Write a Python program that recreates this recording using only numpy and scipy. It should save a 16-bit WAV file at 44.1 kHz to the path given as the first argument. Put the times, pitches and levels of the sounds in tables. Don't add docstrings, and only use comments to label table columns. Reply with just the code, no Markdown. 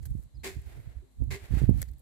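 import sys
import numpy as np
from scipy import signal
from scipy.fft import rfft, irfft
from scipy.io import wavfile
from scipy.ndimage import uniform_filter1d

SR = 44100
rng = np.random.default_rng(int(sys.argv[2]) if len(sys.argv) > 2 else 0)


def unload_wav(signal):
    wavfile.write(
        sys.argv[1],
        SR,
        np.round(np.clip(np.atleast_2d(signal).T, -1, 1) * 32767).astype(np.int16),
    )


N = 88905
T = np.arange(N) / SR
HZ = np.maximum(np.fft.rfftfreq(N, 1 / SR), 1)


def amp(db):
    return 10 ** (np.asarray(db) / 20)


def unit(x):
    return x / np.sqrt(np.mean(x ** 2))


def shape(x, response):
    return irfft(rfft(x) * response, N)


def colour(points):
    freq_hz, gain_db = np.array(points, float).T
    return amp(np.interp(np.log(HZ), np.log(freq_hz), gain_db))


def resonances(rows):
    response = sum(amp(db) / (1 + 1j * (HZ ** 2 - pitch ** 2) / (HZ * width)) for pitch, width, db in rows)
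    return response / np.sqrt(np.mean(abs(response) ** 2))


def low_cut(hz):
    return 1 / np.sqrt(1 + (hz / HZ) ** 8)


def tilt(db_per_octave):
    return amp(db_per_octave * np.log2(np.maximum(HZ, 500) / 2500))


def grit(grain):
    impacts = rng.standard_normal((2, N))
    return unit(impacts * np.exp(grain * rng.standard_normal((2, N))))


def envelope(start, attack, hold, fall):
    release = np.exp(-np.maximum(T - start - attack - hold, 0) / fall)
    return np.clip((T - start) / attack, 0, 1) * release


FLUTTER_S = 0.018


def flutter(db):
    swings = shape(rng.standard_normal((2, N)), np.exp(-(HZ * FLUTTER_S) ** 2))
    return amp(db * unit(swings))


# pitch_hz, width_hz, level_db, left_minus_right_db
EDGE_MODES = [(4940, 380, -19, 13), (8090, 260, 1, 4.5), (11060, 320, 3, -13), (12100, 1300, 0, 6),
              (14100, 460, -10, -3)]


def edge_response():
    ports = []
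    for side in (1, -1):
        ports.append(resonances([(hz, width, db + side * lean_db / 2) for hz, width, db, lean_db in EDGE_MODES]))
    return np.array(ports)


# start_s, level_db, length_s, body_over_edge_db
CRACKLES = [(0.0215, -74, 0.015, 10), (0.0524, -49, 0.0072, -3.5), (0.066, -66, 0.0044, -1.5),
            (0.103, -60.5, 0.0043, -11), (.2345, -56, 0.0016, -27), (.617, -60, 0.0017, -21),
            (1.192, -70, 0.0021, -13), (1.2387, -52.5, 0.00053, -5), (1.69, -57, .007, -24),
            (1.696, -48, 0.0011, -28), (1.7728, -59, 0.0032, -4), (1.816, -30, 0.0023, -11),
            (1.819, -51, .003, 7), (1.8272, -52.5, 0.0017, 14), (1.877, -72, 0.012, 7.5),
            (1.9135, -62, 0.0023, -14), (1.9313, -67.5, 0.0056, -0.5), (1.9825, -59, .002, -19),
            (1.991, -62, 0.0063, -31)]
# pitch_hz, width_hz, level_db
BODY_MODES = [(596, 230, 4.5), (1840, 490, 6), (3250, 290, -1), (4340, 1000, -0.5), (6800, 2400, -1)]
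# start_s, end_s, level_over_flesh_db
SPELLS = [(0., 0.237, 8.5), (1.11, 1.308, 0), (1.727, 1.997, -4)]
# freq_hz, gain_db
FLESH_COLOUR = [(300, 16), (900, -3.5), (2000, -3), (2800, -11), (4100, -8), (5300, -8), (8000, 0),
                (9300, -1.5), (11500, -2.5), (15500, -7.5)]
CRACKLE_FALL_SHARE = 0.61
CRACKLE_GRAIN, CRACKLE_APART = 1, 2.06
CRACKLE_ROOM_DB, CRACKLE_ROOM_S = -24, 0.031
FLESH_DB, FLESH_TICKS_PER_S = -78, 250


def knife():
    edge, body = np.zeros(N), np.zeros(N)
    for start, db, length, body_db in CRACKLES:
        push = amp(db) * envelope(start, length / 2, length / 2, length * CRACKLE_FALL_SHARE)
        edge += push
        body += push * amp(body_db)
    fractures = unit(grit(CRACKLE_GRAIN)[0] + CRACKLE_APART * grit(CRACKLE_GRAIN))
    shell_edge = shape(fractures * edge, edge_response() * low_cut(2700))
    shell_body = shape(fractures * body, resonances(BODY_MODES) * low_cut(350))

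    ticks = (rng.random(N) < FLESH_TICKS_PER_S / SR) * rng.standard_normal((2, N))
    rub = grit(CRACKLE_GRAIN)
    effort = sum(amp(db) * envelope(start, 0.0042, end - start, 0.018) for start, end, db in SPELLS)
    flesh = unit(shape(0.47 * unit(ticks) + rub, colour(FLESH_COLOUR) * low_cut(350)))

    close = amp(FLESH_DB) * effort * flesh + shell_edge + shell_body
    tail = unit(rng.standard_normal((2, N)) * np.exp(-T / CRACKLE_ROOM_S)) / np.sqrt(N)
    return close + amp(CRACKLE_ROOM_DB) * shape(close, rfft(tail))


def rumble(points):
    noise = shape(rng.standard_normal(N), colour(points))
    power = uniform_filter1d(noise ** 2, int(.035 * SR))
    return noise / np.sqrt(power + 1e-18)


# time_s, gust_db
GUSTS = [(0.0, -42.5), (0.19, -35.5), (0.22, -55), (0.26, -46.5), (0.3, -75), (0.37, -40), (0.43, -51.5),
         (0.55, -52), (0.57, -34.5), (0.64, -55), (0.67, -39.5), (0.71, -53.5), (0.8, -42.5), (0.83, -59),
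         (0.89, -43), (0.94, -59), (0.98, -40.5), (1.08, -70), (1.15, -66), (1.22, -25), (1.26, -35.5),
         (1.32, -33), (1.4, -60), (1.44, -40.5), (1.48, -69), (1.51, -28.5), (1.54, -24), (1.6, -34.5),
         (1.63, -24.5), (1.64, -23), (1.66, -40), (1.69, -20), (1.83, -36), (1.86, -47), (1.9, -37),
         (2.02, -64)]
# freq_hz, gain_db
WIND_COLOUR = [(20, -35), (40, -6.5), (60, 3), (90, -11.5), (130, -12), (200, -47), (300, -34), (600, -82),
               (1500, -81.5)]
# freq_hz, gain_db
TURBULENCE_COLOUR = [(60, -37), (130, 11), (250, 0.5), (400, -16.5), (700, -26), (1500, -45.5), (4000, -80)]
WIND_DB = 5.5
LEE_DB, LEE_FOLLOW = -20, 0.63
TURBULENCE_DB, TURBULENCE_GROWTH = 1, 1.38


def wind():
    gust_db = np.interp(T, *np.array(GUSTS).T)
    right = amp(gust_db + WIND_DB) * rumble(WIND_COLOUR)
    right += amp(TURBULENCE_DB + TURBULENCE_GROWTH * gust_db) * rumble(TURBULENCE_COLOUR)
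    left = amp(LEE_DB + LEE_FOLLOW * gust_db) * rumble(WIND_COLOUR)
    return np.array([left, right])


# freq_hz, gain_db
YARD_COLOUR = [(130, 0.5), (250, 6.5), (400, -8), (600, -7), (1000, -11.5), (1400, -17), (2000, -16),
               (2600, -20), (3300, -18), (4050, -13), (5200, -25), (7800, -15.5), (9300, -22), (11500, -18),
               (15500, -39)]
YARD_DB, YARD_LEFT_DB = -70, 1.5


def yard():
    air = unit(shape(rng.standard_normal((2, N)), colour(YARD_COLOUR) * low_cut(120)))
    return amp(YARD_DB) * air * amp([[YARD_LEFT_DB], [0]])


# time_s, pressure_db (before the bass cut), width_s, port (0 left, 1 right)
BUFFETS = [(.107, -20.5, 0.0049, 0), (0.114, -17.5, 0.0037, 1), (0.1526, -13.5, 0.0025, 1),
           (0.196, -28, 0.0026, 1), (0.566, -28, 0.0019, 1), (0.589, -22.5, 0.0069, 0),
           (.778, -40, 0.0019, 1), (0.874, -24.5, 0.0035, 1), (0.967, -18.5, 0.0073, 1),
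           (1.2234, -15.5, 0.0018, 1), (1.538, -9.5, 0.0019, 1), (1.572, -11, 0.002, 1),
           (1.618, -11, 0.0014, 1), (1.6252, -9, 0.0027, 1), (1.64, -7.5, 0.0019, 1),
           (1.6932, 0, 0.0015, 1), (1.71, -9, 0.0018, 1)]
PORT_HZ, PORT_WIDTH_HZ = 59.3, 65.6


def buffets():
    pressure = np.zeros((2, N))
    for time, db, width, port in BUFFETS:
        pressure[int(round(port))] -= amp(db) / np.cosh(np.clip(2 * (T - time) / width, -50, 50))
    bass_cut = HZ ** 2 / (HZ ** 2 - PORT_HZ ** 2 - 1j * HZ * PORT_WIDTH_HZ)
    return shape(pressure, bass_cut)


# start_s, length_s, start_hz, end_hz, peak_db (before the lean to the left)
CHIRPS = [(0.343, 0.03, 5030, 4800, -69), (0.367, .013, 4280, 4300, -67.5), (0.386, 0.045, 4030, 4300, -69)]
CHIRP_WAVER_HZ = 89


def bird():
    notes = np.zeros(N)
    waver = CHIRP_WAVER_HZ * unit(uniform_filter1d(rng.standard_normal(N), size=40))
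    for start, length, from_hz, to_hz, db in CHIRPS:
        progress = np.clip((T - start) / length, 0, 1)
        pitch_hz = from_hz + (to_hz - from_hz) * progress + waver
        notes += amp(db) * np.sin(np.pi * progress) * np.sin(2 * np.pi * np.cumsum(pitch_hz) / SR)
    return notes * amp([[2], [-2]])


# start_s, level_db, attack_s, hold_s, fall_s, tilt_db_per_octave, blade_over_rasp_db, ring_db
STROKES = [(0.432, -39, 0.013, 0.023, 0.032, 0.4, -9, -41.5),
           (1.304, -43, 0.0044, .036, 0.025, -0.5, -3.5, -48)]
# freq_hz, gain_db
STROKE_COLOUR = [(310, -9), (520, -2), (710, -3), (870, -6), (1090, -2.5), (1310, -12.5), (1650, 1.5),
                 (2400, 1), (2850, -6), (4400, -5), (5700, -10.5), (7600, -5.5), (9000, -13), (11000, -10),
                 (15500, -17.5)]
# pitch_hz, width_hz, level_db
BLADE_MODES = [(2110, 120, -12), (1996, 56, -14.5), (2525, 26, -18.5)]
# pitch_hz, width_hz, level_db
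HOLLOW_MODES = [(204, 89, -1), (288, 27, -3.5), (690, 52, -8)]
STROKE_GRAIN, STROKE_LOW_HZ = 0.69, 227
BLADE_APART, HOLLOW_DB = 1, -7
ECHO_DB, ECHO_FALL_S = -20.5, 0.11
RING_HZ, RING_WIDTH_HZ, RING_FLUTTER_DB = 391, 6.1, 2
RING_BUILD_S, RING_FALL_S = 0.027, 0.026


def strokes():
    out = np.zeros((2, N))
    for start, db, attack, hold, fall, tilt_db, blade_db, ring_db in STROKES:
        rasp_tone = colour(STROKE_COLOUR) * tilt(tilt_db) * low_cut(STROKE_LOW_HZ)
        rasp = unit(shape(grit(STROKE_GRAIN), rasp_tone))
        blade_grit = grit(STROKE_GRAIN)[0] + BLADE_APART * grit(STROKE_GRAIN)
        blade = unit(shape(blade_grit, resonances(BLADE_MODES) * low_cut(1450)))
        hollow = unit(shape(grit(STROKE_GRAIN), resonances(HOLLOW_MODES) * low_cut(150)))
        scrape = rasp + amp(blade_db) * blade + amp(HOLLOW_DB) * hollow
        echo = amp(ECHO_DB) * envelope(start, 0.069, hold, ECHO_FALL_S)
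        out += amp(db) * scrape * np.hypot(envelope(start, attack, hold, fall), echo)

        wander = np.cumsum(rng.standard_normal(N)) * np.sqrt(2 * np.pi * RING_WIDTH_HZ / SR)
        ring = unit(np.sin(2 * np.pi * RING_HZ * T + wander) * flutter(RING_FLUTTER_DB))
        out += amp(ring_db) * ring * np.hypot(envelope(start, RING_BUILD_S, hold, RING_FALL_S), echo)
    return out


# peak_s, level_db (before flutter), rise_s, fall_s, tilt_db_per_octave
SPILLS = [(.67, -65.5, 0.017, 0.11, 4.5), (0.729, -58, 0.049, 0.048, -1.5), (0.866, -64, 0.034, 0.075, -1),
          (1.44, -56.5, 0.029, 0.068, 1), (1.576, -48, 0.031, 0.043, 0.76), (1.8, -58, 0.047, 0.035, 3)]
# freq_hz, gain_db
SPILL_COLOUR = [(300, 7.5), (650, 4), (1150, -4.5), (1650, 0.5), (2200, -1), (3000, -7.5), (4500, -10.5),
                (5700, -15.5), (7800, -13.5), (9500, -16.5), (11800, -14), (15500, -23.5)]
SPILL_GRAIN, SPILL_BLADE_DB, SPILL_FLUTTER_DB = 0.48, -14.5, 2


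def spills():
    out = np.zeros((2, N))
    for peak, db, rise, fall, tilt_db in SPILLS:
        swell = 1 / np.cosh((T - peak) / np.where(T < peak, rise, fall))
        grain_tone = colour(SPILL_COLOUR) * tilt(tilt_db) * low_cut(STROKE_LOW_HZ)
        grains = unit(shape(grit(SPILL_GRAIN), grain_tone))
        blade = unit(shape(grit(SPILL_GRAIN), resonances(BLADE_MODES) * low_cut(1300)))
        out += amp(db) * swell * (grains + amp(SPILL_BLADE_DB) * blade)
    return out * flutter(SPILL_FLUTTER_DB)


# start_s, level_db, pitch_hz
KNOCKS = [(1.02, -59.5, 375), (1.996, -69, 500)]
KNOCK_WIDTH_HZ, KNOCK_PUSH_S, KNOCK_FALL_S = 87, 0.0081, 0.03


def knocks():
    out = np.zeros((2, N))
    for start, db, pitch_hz in KNOCKS:
        thud = unit(shape(grit(0), resonances([(pitch_hz, KNOCK_WIDTH_HZ, 0)]) ** 2))
        out += amp(db) * envelope(start, KNOCK_PUSH_S, 0, KNOCK_FALL_S) * thud
    return out


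def scene():
    return knife() + wind() + yard() + buffets() + bird() + strokes() + spills() + knocks()


TOP_HZ = 15550


def record(dry):
    return signal.sosfilt(signal.ellip(10, .2, 80, TOP_HZ, fs=SR, output="sos"), dry)


dry = scene()
out = record(dry)
unload_wav(out)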